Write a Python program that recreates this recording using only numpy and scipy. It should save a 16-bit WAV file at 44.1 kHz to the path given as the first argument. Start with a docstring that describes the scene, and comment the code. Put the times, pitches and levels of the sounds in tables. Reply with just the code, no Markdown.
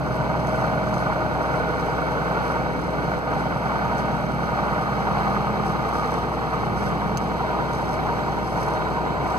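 """A light aircraft's six-cylinder engine idles at about 1240 rpm, heard in the cockpit by a hand-held stereo microphone.
Cosines at multiples of the four-stroke cycle rate make the cabin thrum; noise gated by knocks makes a lopsided clatter.
Panel resonances colour both and change as the hand moves. Sines make a faint gyro whine, rising in pitch, and an
avionics tone; stuttering noise and decaying modes make fingers rub and click on the case, over a wavering hiss."""
import sys
import numpy as np
from scipy import signal
from scipy.fft import rfft, irfft, next_fast_len
from scipy.io import wavfile
from scipy.ndimage import uniform_filter1d

SR = 44100
rng = np.random.default_rng(int(sys.argv[2]) if len(sys.argv) > 2 else 0)


def transcribe(u):
    """Save the signal u as a 16-bit wav file named by the first command-line argument.

    u: samples, shape (n,) or (channels, n), limited to [-1, 1]; the rate is SR.
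    q: integer samples, one column per channel.
    """
    v = np.clip(np.atleast_2d(u).T, -1, 1)
    q = np.round(v * 32767).astype(np.int16)
    wavfile.write(sys.argv[1], SR, q)


N = 413658
TIME = np.arange(N) / SR
SIZE = next_fast_len(N + 4096)
FREQ = np.maximum(np.arange(SIZE // 2 + 1) * SR / SIZE, 1)
WANDER_PER_S = 4.6

# engine speed, sagging and hunting: t/s, four-stroke cycle rate/Hz
ENGINE_SPEED = [(0.0, 10.52), (0.5, 10.465), (0.9, 10.391), (1.4, 10.463), (2.2, 10.402), (2.6, 10.368),
                (3.3, 10.429), (3.7, 10.251), (4.1, 10.372), (5.2, 10.245), (5.6, 10.34), (6.1, 10.266),
                (6.55, 10.211), (7.3, 10.39), (7.8, 10.224), (8.6, 10.228), (9.0, 10.318), (9.38, 10.261)]
# microphone path: t/s, place/index (0 glare shield, 1 pillar, 2 radios, 3 dials, 4 switches, 5 map display)
MIC_PATH = [(0, 0), (1.1, 0), (1.7, 1), (3.3, 1), (3.8, 2), (4.6, 2), (5.15, 3), (5.65, 3), (5.9, 4),
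            (6.45, 4), (6.7, 3), (7.15, 3), (7.45, 5), (9.4, 5)]
# knocks of each cycle: place/cycle, decay/cycle, lowest f/Hz, highest f/Hz, level/dB, gain from place 0 to 5/dB
KNOCKS_PER_CYCLE = [(.10, .035, 550, 1000, 3.5, -4), (.18, .07, 550, 1800, 2, -3),
                    (.24, .03, 90, 1000, 1, 0), (.275, .04, 1000, 3500, -1, 4),
                    (.57, .05, 280, 1800, 1.5, -1), (.66, .06, 550, 3500, 0, 2),
                    (.765, .06, 90, 3500, 4, 0), (.835, .04, 550, 1800, 0, 0),
                    (.91, .05, 4000, 9000, 2.5, 0)]


def from_db(db):
    """Decibels to gain."""
    return 10 ** (np.asarray(db) / 20)


def rms_one(x):
    """Scale to rms 1."""
    return x / np.sqrt(np.mean(x ** 2) + 1e-20)


def in_time(rows):
    """Each column of a curve table at every sample."""
    s, *columns = np.transpose(rows)
    return [np.interp(TIME, s, c) for c in columns]


def at_hz(points, hz):
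    """Read a spectrum on a log-frequency axis."""
    f_hz, value = np.transpose(points)
    return np.interp(np.log(hz), np.log(f_hz), value)


def at_place(levels_db):
    """Level through time, interpolated between the microphone places."""
    return np.interp(in_time(MIC_PATH)[0], np.arange(len(levels_db)), levels_db)


def drift(knots_per_s):
    """Random curve: straight lines between knots of spread 1."""
    knots = rng.standard_normal(400)
    return np.interp(TIME * knots_per_s, np.arange(len(knots)), knots)


def white():
    """Spectrum of fresh white noise."""
    return rfft(rng.standard_normal(SIZE))


def to_time(spectrum):
    """Spectrum back to samples."""
    return irfft(spectrum, SIZE)[..., :N]


def resonance(x, hz, width_hz):
    """Two-pole band-pass with gain about 1 on top."""
    r = np.exp(-np.pi * width_hz / SR)
    b = np.array([1, 0, -1]) * (1 - r * r) / 2
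    a = [1, -2 * r * np.cos(2 * np.pi * hz / SR), r * r]
    return signal.lfilter(b, a, x)


def stereo(direct, diffuse):
    """Two spectra to left and right; in the treble the left channel is late and inverted."""
    # left-right likeness: f/Hz, correlation
    likeness = [(60, .5), (150, .4), (280, .2), (450, .55), (800, .96), (1500, .9), (3000, .94),
                (6000, .91), (12000, .85)]
    # left minus right: f/Hz, level/dB
    balance = [(60, -3), (150, 1), (300, -0.5), (500, 0.5), (620, 2.5), (900, -0.5), (1200, 0.5),
               (1480, -4.5), (1800, 0), (3000, 0)]
    alike = np.clip(at_hz(likeness, FREQ), 0, .99)
    common = np.sqrt((1 + alike) / 2) * direct
    opposed = np.sqrt((1 - alike) / 2) * diffuse
    lag_s = .000562
    turn_rad = np.maximum(2 * np.pi * FREQ * lag_s - np.pi, .4 * (FREQ > 500))
    tilt = from_db(at_hz(balance, FREQ) / 2)
    left = (common + opposed) * tilt * np.exp(-1j * turn_rad)
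    right = (common - opposed) / tilt
    return np.array([left, right])


def thrum(cycle, drone_db):
    """Engine orders phased by six uneven thumps; levels follow the hand and the left side lags in phase."""
    # exhaust thumps, one per cylinder, setting phase only: place/cycle, weight/dB
    thumps = [(.112, -6), (.245, -1), (.488, -4), (.686, -7), (.863, -2), (.978, -7)]
    # engine orders: multiple of the cycle rate, left minus right/dB, base level at places 0-5/dB (six columns)
    orders = [(4, 0, -54, -54, -54, -54, -54, -54), (6, -1.5, -37.2, -37.2, -37.2, -37.2, -37.2, -37.2),
              (8, 0, -49, -54, -56, -51, -52, -58), (9, 1, -52, -50, -50, -52, -52, -54),
              (10, 3, -55, -55, -51, -49, -49, -48), (11, -3, -50, -53, -51, -51, -51, -51),
              (12, -6, -35, -42.5, -41, -39.5, -46, -45.5), (13, -3, -39.5, -41.5, -40, -41.5, -44, -41.5),
              (14, -1, -46, -46, -45, -48, -48, -46), (15, 0, -45, -47, -42, -42.5, -45, -42),
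              (16, 0, -35.5, -36, -38, -37, -38, -41), (18, -4, -43.5, -40, -42.5, -43, -43, -44.5),
              (20, -2.5, -38, -40.5, -38.5, -37.2, -38, -37.8), (22, -10, -57, -61, -54, -55, -55, -54),
              (24, 4.5, -43, -43, -41.5, -50, -42.5, -45), (28, -5.5, -41, -41.5, -47, -50, -50, -49.5),
              (32, 6.5, -49, -52, -50, -47.5, -47.5, -47), (36, 0, -52, -54, -55, -57, -57, -56),
              (40, 0, -58, -52, -54, -55, -55, -51), (43, 0, -58, -55, -60, -54, -54, -58),
              (44, 0, -58, -50, -61, -57, -53, -57), (47, 0, -52, -56, -55, -60, -58, -58),
              (48, -4, -53, -43.5, -50, -50, -42, -49), (58, 0, -51, -53, -49, -48, -59, -60),
              (60, 3, -48, -50, -54, -62, -62, -65), (91, 0, -58, -60, -54, -57, -56, -58),
              (92, 0, -64, -62, -55, -53, -55, -54), (120, 0, -61, -60, -56, -53, -57, -56)]
    place, thump_db = np.transpose(thumps)
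    late_rad = np.array([[.25], [-.25]])
    out = np.zeros((2, N))
    for order, pan_db, *levels_db in orders:
        hz = order * ENGINE_SPEED[0][1]
        timing_rad = np.angle(np.sum(from_db(thump_db) * np.exp(-2j * np.pi * order * place)))
        swell_db = drone_db * np.interp(hz, [150, 170, 195, 208, 240], [0, .4, .4, 1.8, 0])
        waver_db = drift(4) * np.interp(hz, [70, 120, 500], [.3, .8, 1.5])
        gain = np.sqrt(2) * from_db(at_place(levels_db) + swell_db + waver_db)
        line = gain * np.cos(2 * np.pi * order * cycle + timing_rad - late_rad)
        out += line * from_db([[pan_db / 2], [-pan_db / 2]])
    return out


def shaking(cycle, slaps):
    """White excitation: part fresh, part a loosely timed pattern that repeats every cycle and slowly changes."""
    # repeating part of the clatter: f/Hz, share of power
    repeat = [(40, .01), (200, .05), (350, .2), (700, .41), (1400, .3), (2300, .23), (4000, .01)]
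    jitter_cycles, jitter_per_s, pattern_changes_per_s = .0013, 8, .9
    patterns = irfft(np.exp(2j * np.pi * rng.random((16, 2049))))
    jittered = cycle + jitter_cycles * drift(jitter_per_s)
    step = (jittered % 1 * patterns.shape[1]).astype(int)
    blend, which = np.modf(TIME * pattern_changes_per_s)
    which = which.astype(int)
    old, new = patterns[which, step], patterns[which + 1, step]
    same = rms_one(old * np.cos(blend * np.pi / 2) + new * np.sin(blend * np.pi / 2)) + slaps
    share = np.clip(at_hz(repeat, FREQ), 0, .9)
    return np.sqrt(share) * rfft(same, SIZE) + np.sqrt(1 - share) * white()


def piston_slaps(cycle, spread_db, dull_hz):
    """Low-passed impulses: three uneven slaps a cycle, and a few stronger impulses at set times."""
    # slaps of each cycle, before dulling: place/cycle, mid level re steady shaking/dB
    slap_places = [(.105, 6), (.575, 5), (.77, 9)]
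    # a few stronger impulses, before dulling: t/s, level re steady shaking/dB
    strong_impulses = [(.301, 28), (1.887, 23), (2.753, 23), (3.118, 30), (4.523, 31), (6.341, 22),
                       (7.299, 31), (7.829, 32)]
    impulses = np.zeros(N)
    for place, level_db in slap_places:
        at = np.flatnonzero(np.diff(np.floor(cycle - place)))
        uneven_db = spread_db * np.clip(rng.standard_normal(len(at)), -2, 1.5)
        impulses[at] = from_db(level_db + uneven_db)
    for s, impulse_db in strong_impulses:
        impulses[round(s * SR)] += from_db(impulse_db)
    low_pass = signal.butter(2, dull_hz, fs=SR, output="sos")
    return signal.sosfilt(low_pass, 1e-18 - impulses)  # tiny offset avoids denormals


def knock_bursts(cycle):
    """Power of each knock through time: quick rise, usually slower fall, new strength every cycle."""
    attack_cycles, uneven_spread_db = .022, .8
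    moved = in_time(MIC_PATH)[0] / MIC_PATH[-1][1] - .5
    bursts = []
    for place, decay_cycles, _, _, level_db, move_db in KNOCKS_PER_CYCLE:
        turn = np.round(cycle - place)
        age = cycle - place - turn
        uneven_db = uneven_spread_db * rng.standard_normal(128)[turn.astype(int)]
        fade = np.where(age < 0, (age / attack_cycles) ** 2, age / decay_cycles)
        peak = from_db(level_db + move_db * moved + uneven_db) ** 2
        bursts.append(peak * np.exp(-np.minimum(fade, 20)))
    return bursts


def knock_gate(bursts, band_hz):
    """Gain of one band, lifted by every knock that reaches it; rms 1."""
    # knock level over the steady clatter, added to each knock's own: f/Hz, level/dB
    knock_colour = [(150, -8), (380, -4), (780, -2), (1350, 2), (2500, -7.5)]
    power = sum(burst for burst, (_, _, low_hz, high_hz, *_) in zip(bursts, KNOCKS_PER_CYCLE)
                if low_hz < band_hz < high_hz)
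    return rms_one(np.sqrt(1 + power * from_db(at_hz(knock_colour, band_hz)) ** 2))


def clatter(cycle, boom_db, clatter_db):
    """Combustion and valve noise, coloured by the cabin and pulsed in bands by the knocks."""
    # engine noise in the cabin, before swells and panels: f/Hz, density/dB per Hz
    cabin = [(25, -89), (50, -65), (80, -61), (150, -52), (230, -59.5), (340, -59), (500, -62.5),
             (900, -61.5), (1450, -65.5), (1800, -67.5), (2700, -79), (4000, -81), (6000, -90), (9000, -99),
             (15000, -99)]
    # band centres: f/Hz
    band_centres_hz = [120, 190, 380, 780, 1350, 2500, 6000]
    slaps = piston_slaps(cycle, spread_db=3, dull_hz=1710)
    bursts = knock_bursts(cycle)
    sound = stereo(shaking(cycle, slaps), shaking(cycle, 0))
    sound = sound * from_db(at_hz(cabin, FREQ)) * np.sqrt(SR / 2)
    top_db = .5 * clatter_db + .5 * drift(3.4)
    swells_db = [.5 * boom_db, 0, 0, clatter_db, clatter_db, .5 * clatter_db, top_db]
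    out = np.zeros((2, N))
    for hz, only, swell_db in zip(band_centres_hz, np.eye(len(swells_db)), swells_db):
        band = to_time(sound * np.interp(np.log(FREQ), np.log(band_centres_hz), only))
        out += band * from_db(swell_db) * knock_gate(bursts, hz)
    return out


def panels(x):
    """Panel resonances in series, each raised or cut according to the microphone place."""
    # panel modes: f/Hz, width/Hz, gain at places 0-5/dB (six columns)
    panel_modes = [(455, 88, 2.5, 4.5, 4, 6, 5.5, 7), (498, 32, 2, 1, 0.5, -1.5, -4.5, -3.5),
                   (544, 39, 4.5, 2.5, 1, 0.5, -4, -0.5), (624, 46, 8.5, 7, 7, 3, 5.5, 6.5),
                   (782, 120, 8.5, 7, 7, 7.5, 7, 8), (941, 30.6, 7.5, 8.5, 8.5, 5, 5, 7),
                   (1013, 36, -1, -15, -9, -7, -6, 6.5), (1091, 100, 3.5, 2.5, 1.5, 5, 5, 1),
                   (1234.5, 45, 7.5, 6.5, 8, 7.5, 8, 7.5), (1451, 99, 9.5, 9.5, 8.5, 5, 3, 6.5),
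                   (2216, 128, 6.5, 6.5, 5.5, 5, 4.5, 5.5)]
    for hz, width_hz, *levels_db in panel_modes:
        x = x + (from_db(at_place(levels_db)) - 1) * resonance(x, hz, width_hz)
    return x


def instruments():
    """Flickering sines: a gyro whine gliding up with its octave, and an avionics tone of fixed pitch."""
    # base levels before flicker and nearness: gyro, its octave, avionics/dB rms
    tones_db = (-63, -68, -68)
    gyro_start_hz, gyro_rise_hz_per_s, inverter_hz = 3290, 58, 4268
    turns = np.cumsum(gyro_start_hz + gyro_rise_hz_per_s * TIME) / SR
    nearer = from_db(np.interp(TIME, [4, 7.5, 8.6], [-5, -1.5, .5]))
    tones = np.zeros(N)
    for phase, db in zip([turns, 2 * turns, inverter_hz * TIME], tones_db):
        tones += np.sqrt(2) * from_db(db + 4.9 * drift(8.9)) * np.sin(2 * np.pi * phase)
    return nearer * tones


def finger_rubs(grain_db, stutter_db):
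    """Skin sliding over the case: grainy, stuttering coloured noise, over a steady, wavering hiss."""
    # rubs, before hiss and stutter: t/s, Gaussian half length/s, level/dB
    slides = [(0.53, 0.077, -57), (0.963, 0.039, -53), (2.48, 0.036, -64), (5.68, 0.044, -60),
              (9.35, .06, -58), (3.99, 0.02, -54), (5.88, 0.13, -59), (6.126, 0.026, -52),
              (6.82, 0.05, -50.5), (7.79, 0.048, -55), (8.567, 0.12, -50)]
    # spectrum of rubs and hiss, relative: f/Hz, density/dB per Hz
    rub_colour = [(1500, -14), (3500, 4.5), (5500, 13), (7500, 3.5), (11000, 3.5), (15000, -15)]
    hiss_db, hiss_spread_db, hiss_wavers_per_s = -57.5, 2.2, 12
    pressure = sum(from_db(db) * np.exp(-((TIME - s) / half_length_s) ** 2 / 2)
                   for s, half_length_s, db in slides)
    hiss_floor = from_db(hiss_db + hiss_spread_db * drift(hiss_wavers_per_s))
    level = (pressure + hiss_floor) * from_db(stutter_db * drift(35))
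    grains = from_db(grain_db * rms_one(uniform_filter1d(rng.standard_normal(N), size=90)))
    noise = to_time(white() * from_db(at_hz(rub_colour, FREQ)))
    return level * rms_one(grains * noise)


def case_clicks():
    """Case modes ring briefly at each click and at its two weaker rebounds."""
    # clicks: t/s, gain on the summed modes/dB
    click_times = [(.471, -38.5), (.5606, -42), (.868, -45), (.941, -37), (2.7945, -44), (3.851, -43),
                   (3.982, -41), (6.84, -43), (7.1725, -24.5), (7.734, -41), (8.32, -45)]
    # case modes: f/Hz, mean level/dB, t60/s
    case_modes = [(2570, -4, .007), (3200, -5, .007), (3900, -6, .006), (4600, -2, .007), (5400, -2, .005),
                  (6450, 8, .005), (7300, -2, .004), (8400, -8, .003), (9900, 0, .003), (11700, -8, .003),
                  (13300, -5, .003), (15000, -3, .003)]
    rebound_s, rebound_loss_db, attack_s = .0053, 7, .0003
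    out, age_s = np.zeros(N), TIME[:SR // 50]
    for s, level_db in click_times:
        for touch in range(3):
            ring = np.zeros(len(age_s))
            for hz, db, t60_s in case_modes:
                mode_gain = from_db(db + rng.normal(0, 1) - 60 * age_s / t60_s)
                ring += mode_gain * np.sin(2 * np.pi * (hz * age_s + rng.random()))
            start = round((s + touch * rebound_s) * SR)
            gain = from_db(level_db - touch * rebound_loss_db)
            out[start:start + len(age_s)] += gain * ring * np.minimum(age_s / attack_s, 1)
    return out


def stumbles():
    """Engine gain: now and then the level dips briefly, along a Gaussian in dB."""
    # dips: t/s, half length/s, depth/dB
    dips = [(3.23, .05, -3.5), (3.6, .04, -2), (4.83, .04, -1.2), (6.5, .035, -2), (8.5, .04, -2)]
    return from_db(sum(db * np.exp(-((TIME - s) / half_length_s) ** 2) for s, half_length_s, db in dips))


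def scene():
    """Engine thrum and clatter through the panels, with the small near sounds on top."""
    # cabin boom near 125 Hz, halved in the clatter: level at places 0-5/dB
    boom_places_db = (-1, -2.5, -1.5, 0.5, -1, -1.5)
    # drone near 200 Hz as the hand crosses a standing wave, scaled per order: t/s, level/dB
    drone = [(0, -1), (.9, 2.2), (1.3, -4.5), (3.2, -1.5), (3.95, 2.8), (4.5, 1), (5.65, 3), (5.9, -4),
             (6.45, -3), (6.7, 2), (7.2, 2.2), (7.5, -3), (8.25, -1.8), (9.38, -3.8)]
    # clatter level, before wander and band weights: t/s, level/dB
    clatter_curve = [(0, -6), (.33, -0.5), (.52, -2), (1.4, 0), (2.1, 0), (2.5, 0.4), (3.1, 0.1),
                     (3.95, 0.3), (4.35, -.8), (5.0, 1), (5.65, 2.2), (6.4, -0.5), (6.85, 0.1),
                     (7.15, -2.5), (7.4, -0.5), (7.7, -1.5), (7.82, 0.5), (7.97, -1.5), (8.65, -0.7),
                     (8.8, -1.5), (9.0, -2.2), (9.38, -2)]
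    speed_hz, = in_time(ENGINE_SPEED)
    cycle = .054 + np.cumsum(speed_hz) / SR
    boom_db = at_place(boom_places_db) - .3 * drift(WANDER_PER_S)
    drone_db, = in_time(drone)
    clatter_db = in_time(clatter_curve)[0] + 1.43 * drift(WANDER_PER_S)
    raw_engine = thrum(cycle, drone_db) + clatter(cycle, boom_db, clatter_db)
    engine = stumbles() * panels(raw_engine)
    near = instruments() + finger_rubs(grain_db=4, stutter_db=2.1) + case_clicks()
    return engine + to_time(stereo(rfft(near, SIZE), 0))


def record(dry):
    """Steep elliptic low-pass at 15.5 kHz."""
    low_pass = signal.ellip(10, .1, 80, 15500, fs=SR, output="sos")
    return signal.sosfilt(low_pass, dry)


dry = scene()
out = record(dry)
transcribe(out)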